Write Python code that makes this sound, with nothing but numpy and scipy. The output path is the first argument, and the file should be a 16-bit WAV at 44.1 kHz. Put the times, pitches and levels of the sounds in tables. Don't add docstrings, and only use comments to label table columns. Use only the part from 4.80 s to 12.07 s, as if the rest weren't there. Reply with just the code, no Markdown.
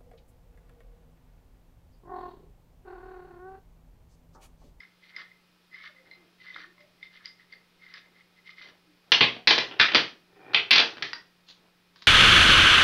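import sys
import numpy as np
from scipy import signal
from scipy.fft import rfft, irfft
from scipy.io import wavfile
from scipy.ndimage import uniform_filter1d, minimum_filter1d

SR = 44100
rng = np.random.default_rng(int(sys.argv[2]) if len(sys.argv) > 2 else 0)


def materialize(psi):
    bounded = np.clip(np.atleast_2d(psi).T, -1, 1)
    quanta = np.round(bounded * 32767).astype(np.int16)
    wavfile.write(sys.argv[1], SR, quanta)


N = 320607
T = np.arange(N) / SR
RING_T = T[:SR // 2]

# (time [s], length [s], rasp [dB], rustle [dB])
PULLS = [(.37, 0.048, -47.5, -52.5), (1.035, 0.039, -49, -52.5), (1.755, .08, -50.5, -52.5),
         (2.385, 0.071, -59, -74), (2.455, 0.015, -51.5, -51.5), (3.145, 0.035, -51, -52.5),
         (3.81, 0.084, -59.5, -56)]
# (time [s], length [s], frame ring [dB], rustle [dB])
SPOOL_TURNS = [(0, 0.037, -51, -61.5), (.24, 0.065, -56.5, -62), (.33, .03, -47.5, -72),
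               (.45, 0.052, -64, -77), (.945, 0.098, -47.5, -60), (1.03, 0.045, -46, -65),
               (1.17, 0.034, -58, -77), (1.265, 0.014, -56, -69), (1.32, 0.028, -54.5, -66),
               (1.615, 0.16, -51.5, -58.5), (2.0, 0.016, -56, -68), (2.228, 0.028, -58, -58.5),
               (2.335, 0.04, -52, -57.5), (2.6, 0.028, -57, -68), (2.725, 0.017, -55, -60.5),
               (3.03, 0.098, -51.5, -63), (3.21, 0.076, -61, -80), (3.365, 0.043, -59, -68.5),
               (3.57, 0.021, -60, -69), (3.675, 0.036, -52, -54.5), (3.785, 0.079, -51.5, -56)]
# (pitch [Hz], width [Hz], level [dB])
FRAME_MODES = [(1920, 150, -21), (2077, 43, 14), (3600, 70, -10), (4100, 70, -15), (5050, 22, -6.5)]
# (pitch [Hz], width [Hz], level [dB])
SPOOL_MODES = [(1101, 47, -6), (1246, 52, -5.5), (1457, 150, -3.5), (1700, 81, -0.5), (1854, 65, 3.5)]
# (pitch [Hz], width [Hz], level [dB])
RUSTLE_MODES = [(2350, 470, 1), (2875, 170, -5.5), (3030, 170, -1), (3580, 550, 2), (4080, 350, -2.5),
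                (4480, 290, -1.5), (5000, 370, -11.5), (5730, 260, -11.5)]
# (time [s], length [s], first pitch [Hz], last pitch [Hz], level [dB])
CREAKS = [(1.105, 0.097, 600, 517, -70.5), (1.397, 0.043, 354, 323, -67), (1.793, 0.13, 319.4, 347, -69.5),
          (2.015, 0.067, 592, 599, -69.5), (4.085, 0.02, 320, 315, -67.5)]
# (time [s], level [dB], squeak pitch [Hz], squeak width [Hz], squeak level [dB])
TICKS = [(.003, -7, 5050, 100, -17), (.3635, 3.5, 5000, 200, -14), (.515, -14, 1900, 200, -23),
         (.937, -23, 1900, 200, -13), (1.312, -9.5, 4100, 100, -7), (1.335, -12, 4070, 100, -10),
         (1.744, -10.5, 3600, 200, 0), (1.762, -2, 1410, 400, -2.5), (1.795, -15, 1673, 200, -4),
         (1.98, -21, 1070, 80, -5.5), (2.005, -23, 5050, 100, -6), (2.228, -2, 3600, 80, -13.5),
         (2.457, -5, 4870, 300, 3), (2.596, -21, 1850, 200, -3), (2.725, -9, 4570, 120, -6.5),
         (2.734, -9.5, 1800, 200, -8), (3.021, -15, 1270, 100, -22), (3.139, -9, 5000, 160, -3),
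         (3.674, -9, 3600, 100, -18), (3.692, -5, 1230, 100, -17), (3.782, -8.5, 5140, 200, -24)]

# (time [s], level [dB], thud [dB], treble [dB], corner pitch [Hz], delay of the second edge [s])
KNOCKS = [(4.319, -0.5, -3.5, 2.5, 2800, 0.0023), (4.408, 1.5, 5, -4, 2350, .001),
          (4.564, -34.5, 6, -4, 700, 0.0026), (4.673, -0.5, -1.5, 2.5, 3700, 0.0031),
          (4.708, -3.5, 5, 1, 3000, .003), (4.78, -10.5, 2, 4, 4400, .005),
          (4.912, -29, 5.5, -14, 2730, 0.009), (4.992, -27.5, 0, -0.5, 2280, .003),
          (4.9978, 1.5, -3, -6, 1480, 0.0029), (5.012, -7.5, -8, 0.5, 3200, 0.0032),
          (5.085, -19, 0, -6.5, 1796, 0.0053), (5.118, -20, 7, -3.5, 2290, .004),
          (5.136, -20.5, 11, -5, 2820, 0.0044), (5.1473, -3.5, 7, 2.5, 2320, 0.0054),
          (5.158, -6.5, 2, -2, 3200, .003), (5.735, -23, 2.5, -5, 3700, 0.0036),
          (5.7453, -2, -2.5, -8, 2300, .0017), (5.908, 1.5, -7, 1, 2500, .003),
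          (5.9306, -9.5, -5, 1.5, 3900, 0.0054), (5.957, -3, -2.5, 1.5, 2400, 0.0039),
          (5.980, -5.5, -4, 1.5, 3170, 0.0032), (5.997, -10, 5.5, 3, 2650, 0.0044),
          (6.013, -23, 11, 0, 1420, 0.0097), (6.17, -33.5, 11, -3, 1700, .012),
          (6.224, -16.5, 0.5, 3.5, 1830, .003)]
# (frequency [Hz], level [dB])
KNOCK_COLOUR = [(25, -24), (60, -30.5), (95, -28.5), (125, -23), (185, -17), (260, -11.5), (700, -9),
                (1320, -5.5), (1800, -1), (3120, -1), (4750, -5.5), (6060, -20), (6750, -35.5), (8800, -55)]
# (pitch [Hz], level [dB])
CLANK_MODES = [(834, -6.5), (1060, -9), (1715, -8), (2046, 3), (2379, 4.5), (2487, -2.5), (2708, -1.5),
               (2777, -6), (2942, -7), (3110, 1), (3307, -2), (3490, 4), (3756, -3), (3922, -5), (3990, -2),
               (4247, -6.5), (4450, -11), (5313, -19)]
# (pitch [Hz], level [dB])
COUNTER_MODES = [(123, -4), (162, -3.5), (236, 2), (318, 2), (400, -1.5), (465, 1), (690, 0)]
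# (time [s], level [dB])
BRIGHT_CLICK = (5.9115, -9)
# (time [s], length [s], level [dB])
DRAGS = [(4.89, 0.26, -50), (5.68, 0.14, -47), (6.05, .2, -54)]
# (pitch [Hz], width [Hz], level [dB])
DRAG_MODES = [(126, 19, -7.5), (300, 63, -1.5), (400, 70, 1), (537, 120, -6.5), (780, 160, -3),
              (1060, 140, -12), (1420, 200, -7), (1850, 160, -8), (2400, 150, -6.5), (3400, 900, -16.5)]

# (time [s], level [dB])
SCISSOR_TAPS = [(6.332, -18), (6.686, -48.5), (7.16, -42), (7.2222, -34.5)]
# (frequency [Hz], level [dB])
TAP_COLOUR = [(150, -17.5), (600, -16), (950, -2), (1800, 2), (2600, -5.5), (4200, -2.5), (5000, 2.5),
              (6000, -12), (7200, -54)]
# (pitch [Hz], level [dB])
BLADE_MODES = [(946, 3.5), (1518, -13), (1853, 3), (1974, 7), (3340, -10), (3617, -15), (3980, 4),
               (4087, -13), (4340, -1), (4744, 7.5), (5000, -14), (5300, -16)]
# (time [s], length [s], level [dB])
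SLIDES = [(6.688, 0.023, -49.5), (7.165, .05, -63), (7.223, 0.0057, -51.5)]
# (frequency [Hz], level [dB])
SLIDE_COLOUR = [(500, -11), (2400, -7.5), (3600, 5.5), (4400, 4.5), (5200, -8.5), (7200, -14.5)]

# (time [s], length [s], level [dB])
BRUSHES = [(.39, .03, -65.5), (1.28, 0.15, -66), (1.77, 0.054, -63.5), (2.74, 0.061, -70.5),
           (3.17, 0.19, -71), (3.83, 0.11, -64.5), (4.3, 0.016, -64), (6.22, 0.16, -60),
           (6.8, 0.074, -66.5), (7.15, 0.11, -70.5)]
# (frequency [Hz], level [dB])
SLEEVE_COLOUR = [(60, -18.5), (150, -8), (320, 0), (750, -4), (1200, -8.5), (2400, -15.5), (4000, -22.5),
                 (7000, -44.5)]
# (frequency [Hz], level [dB])
AIR_COLOUR = [(20, 4.5), (60, -4), (130, 3.5), (230, 1.5), (380, 4), (650, -2.5), (1200, -2), (1650, -2),
              (2200, -2), (3800, -3.5), (5200, -5.5), (6500, -19.5)]
# (pitch [Hz], level [dB])
HUM_TONES = [(177.6, -70.5), (1297, -82), (2481, -80.5)]
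# (frequency [Hz], time to fade by 60 dB [s])
ECHO_TIMES = [(100, 0.46), (260, 0.42), (700, 0.3), (1840, 0.29), (4850, 0.26), (8000, 0.4)]


def thread(ring_db=-2, rasp_db=-1, rustle_db=-1, catch_db=2.5):
    pull, pull_rustle = strokes(PULLS, rise_s=0.041, fall_s=0.055)
    turn, turn_rustle = strokes(SPOOL_TURNS, rise_s=0.057, fall_s=0.039)
    slips = grains(per_second=700, spread_db=10.5)
    fibres = grains(per_second=2400, spread_db=11)
    catching_db = catch_db * wander(45)
    frame = drift_pitch(unit(resonate(slips, FRAME_MODES)), depth=0.015)
    frame *= np.hypot(turn, undb(-3.5) * pull) * undb(ring_db + catching_db)
    rasp = drift_pitch(unit(resonate(slips, SPOOL_MODES)), depth=0.022)
    rasp *= np.hypot(pull, undb(-10) * turn) * undb(rasp_db)
    rustle = unit(resonate(fibres, RUSTLE_MODES))
    rustle *= np.hypot(pull_rustle, turn_rustle) * undb(rustle_db)
    return room(frame + rasp + rustle + creaks(), echo_db=-7.5)


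def creaks(level_db=5.5):
    notes = np.zeros(N, complex)
    for start, length, first_hz, last_hz, db in CREAKS:
        hz = np.interp(T, [start, start + length], [first_hz, last_hz])
        note = np.exp(2j * np.pi * np.cumsum(hz) / SR)
        notes += undb(db + level_db) * stroke(start, length, rise_s=.11, fall_s=.11) * note
    flutter = .9 + .7 * (wander(70) + 1j * wander(70))
    return np.real(flutter * notes)


def ticks(level_db=-11.5, grip_detune=0.0055):
    out = np.zeros(N)
    flick = signal.unit_impulse(len(RING_T))
    tunings = 1 + grip_detune * rng.standard_normal(len(TICKS))
    for (start, db, squeak_hz, squeak_width_hz, squeak_db), tuning in zip(TICKS, tunings):
        gripped_modes = [(hz * tuning, width, mode_db) for hz, width, mode_db in FRAME_MODES]
        clink = unit_energy(resonate(flick, gripped_modes))
        squeak = unit_energy(resonate(flick, [(squeak_hz, squeak_width_hz, 0)]))
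        add(out, start, undb(db + level_db) * (clink + undb(squeak_db) * squeak))
    return room(out, echo_db=-5.5)


def knocks(level_db=17, second_edge_db=-1.5, clank_db=-4, boom_db=-18, corner_db=-6, corner_width_hz=550):
    out = np.zeros(N)
    for start, db, thud_db, treble_db, corner_hz, delay in KNOCKS:
        tone = [(50, thud_db - 3), (120, thud_db), (650, thud_db),
                (1900, 0), (3400, 0.0032), (5200, treble_db)]
        for hit_time, edge_db in [(start, 0), (start + delay, second_edge_db)]:
            contact = crack(fade_s=.024, contact_db=-3)
            corner = unit_energy(resonate(contact, [(corner_hz, corner_width_hz, 0)]))
            clack = unit_energy(colour(contact, KNOCK_COLOUR)) + undb(corner_db) * corner
            hit = room(clack, echo_db=-1.5)
            hit += undb(clank_db) * ring(CLANK_MODES, fade_s=0.21)
            hit += undb(boom_db) * ring(COUNTER_MODES, fade_s=0.31)
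            add(out, hit_time, undb(db + edge_db + level_db) * colour(unit_energy(hit), tone))
    return out


def tool_drag():
    sliding = strokes(DRAGS, rise_s=.26, fall_s=0.19)[0]
    slips = grains(per_second=2200, spread_db=14.5)
    return room(unit(resonate(slips, DRAG_MODES)) * sliding, echo_db=-6)


def scissors(tap_db=12, blade_db=-4):
    scrape = unit(colour(grains(per_second=2800, spread_db=4), SLIDE_COLOUR))
    out = scrape * strokes(SLIDES, rise_s=0.03, fall_s=0.047)[0]
    for start, db in SCISSOR_TAPS:
        tap = unit_energy(colour(crack(fade_s=0.03, contact_db=1.5), TAP_COLOUR))
        blades = undb(blade_db) * ring(BLADE_MODES, fade_s=0.087)
        add(out, start, undb(db + tap_db) * (tap + blades))
    return room(out, echo_db=-5)


def sleeve(waver_db=1.7):
    brushing = strokes(BRUSHES, rise_s=0.15, fall_s=0.16)[0]
    cloth = unit(colour(grains(per_second=4700, spread_db=7.5), SLEEVE_COLOUR))
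    return cloth * brushing * undb(waver_db * wander(30))


def shop(air_db=-66.5, waver_db=.4):
    air = unit(colour(rng.standard_normal(N), AIR_COLOUR)) * undb(air_db + waver_db * wander(2.2))
    hum = sum(np.sqrt(2) * undb(db) * np.sin(2 * np.pi * hz * T) for hz, db in HUM_TONES)
    return air + hum


def room(x, echo_db, first_echo_s=0.0023, hold_s=0.026):
    noise = rfft(rng.standard_normal(len(RING_T)))
    hz = np.fft.rfftfreq(len(RING_T), 1 / SR)
    fading_time = np.maximum(RING_T - hold_s, 0)
    echoes = 0
    for band_hz, fade_s in ECHO_TIMES:
        band = on_log_axis(hz, [(f, f == band_hz) for f, _ in ECHO_TIMES])
        echoes += irfft(noise * band, len(RING_T)) * fade(fade_s, fading_time)
    return x + undb(echo_db) * convolve(x, unit_energy(echoes * (RING_T > first_echo_s)))


def grains(per_second, spread_db):
    slipping = rng.random(N) < per_second / SR
    return unit(slipping * rng.standard_normal(N) * undb(spread_db * rng.random(N)))


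def crack(fade_s, contact_db):
    burst = unit_energy(rng.standard_normal(len(RING_T)) * fade(fade_s))
    burst[0] += undb(contact_db)
    return unit_energy(burst)


def resonate(x, modes, rise_s=.0008):
    response = 0
    for k, (hz, width, db) in enumerate(modes):
        swing = np.cos(2 * np.pi * hz * RING_T) * np.exp(-np.pi * width * RING_T)
        response += (-1) ** k * undb(db) * width * swing
    return convolve(x, response * -np.expm1(-RING_T / rise_s))


def ring(modes, fade_s, scatter_db=2, detune=.003, rise_s=.0005):
    tones = 0
    for hz, db in modes:
        side, size, shift = rng.standard_normal(3)
        swing = np.cos(2 * np.pi * hz * (1 + detune * shift) * RING_T)
        tones += np.sign(side) * undb(db + scatter_db * size) * swing
    return unit_energy(tones * fade(fade_s) * -np.expm1(-RING_T / rise_s))


def stroke(start, length, rise_s, fall_s):
    distance = np.maximum(start - T, 0) / rise_s + np.maximum(T - start - length, 0) / fall_s
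    return undb(-30 * np.minimum(distance, 6))


def strokes(rows, rise_s, fall_s):
    power = sum(undb(levels)[:, None] ** 2 * stroke(start, length, rise_s, fall_s) ** 2
                for start, length, *levels in rows)
    return np.sqrt(power)


def wander(per_second):
    step = int(SR / per_second)
    stairs = np.repeat(rng.standard_normal(N // step + 1), step)
    return unit(uniform_filter1d(stairs, step)[:N])


def drift_pitch(x, depth):
    return np.interp(T + np.cumsum(depth * wander(16)) / SR, T, x)


def colour(x, points, size=4096):
    gain = undb(on_log_axis(np.fft.rfftfreq(size, 1 / SR), points))
    cepstrum = irfft(np.log(gain))
    cepstrum[1:size // 2] *= 2
    cepstrum[size // 2 + 1:] = 0
    return convolve(x, irfft(np.exp(rfft(cepstrum))))


def on_log_axis(hz, points):
    point_hz, values = np.transpose(points)
    return np.interp(np.log(hz + 1), np.log(point_hz), values)


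def fade(fade_s, t=RING_T):
    return np.exp(-np.log(1000) * t / fade_s)


def convolve(x, response):
    return signal.fftconvolve(x, response)[:len(x)]


def add(out, start, sound):
    i = max(int(start * SR), 0)
    out[i:i + len(sound)] += sound[:N - i]


def undb(db):
    return 10 ** (np.asarray(db) / 20)


def unit(x):
    return x / np.sqrt(np.mean(x ** 2))


def unit_energy(x):
    return x / np.sqrt(np.sum(x ** 2))


def scene():
    return (thread() + ticks() + knocks() + tool_drag() + scissors() + sleeve() + shop())[None]


def record(dry, mic_hz=6900, ceiling=0.67, hiss_db=-76, top_hz=15700):
    dull = signal.sosfilt(signal.cheby1(10, .3, mic_hz, fs=SR, output="sos"), dry[0])
    gain = np.minimum(1, ceiling / (np.abs(dull) + 1e-9))
    gain = minimum_filter1d(gain, size=96)
    gain = uniform_filter1d(uniform_filter1d(gain, size=48), size=48)
    hiss = colour(rng.standard_normal(N), [(7000, -0.64), (11000, 0.37), (15000, -1)])
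    mix = dull * gain + undb(hiss_db) * hiss
    click_time, click_db = BRIGHT_CLICK
    click = colour(crack(fade_s=0.0037, contact_db=2), [(7000, -6.5), (11000, -0.5), (15000, -13)])
    add(mix, click_time, undb(click_db) * click)
    return signal.sosfilt(signal.ellip(10, .2, 70, top_hz, fs=SR, output="sos"), mix)[None]


dry = scene()
out = record(dry)
materialize(out)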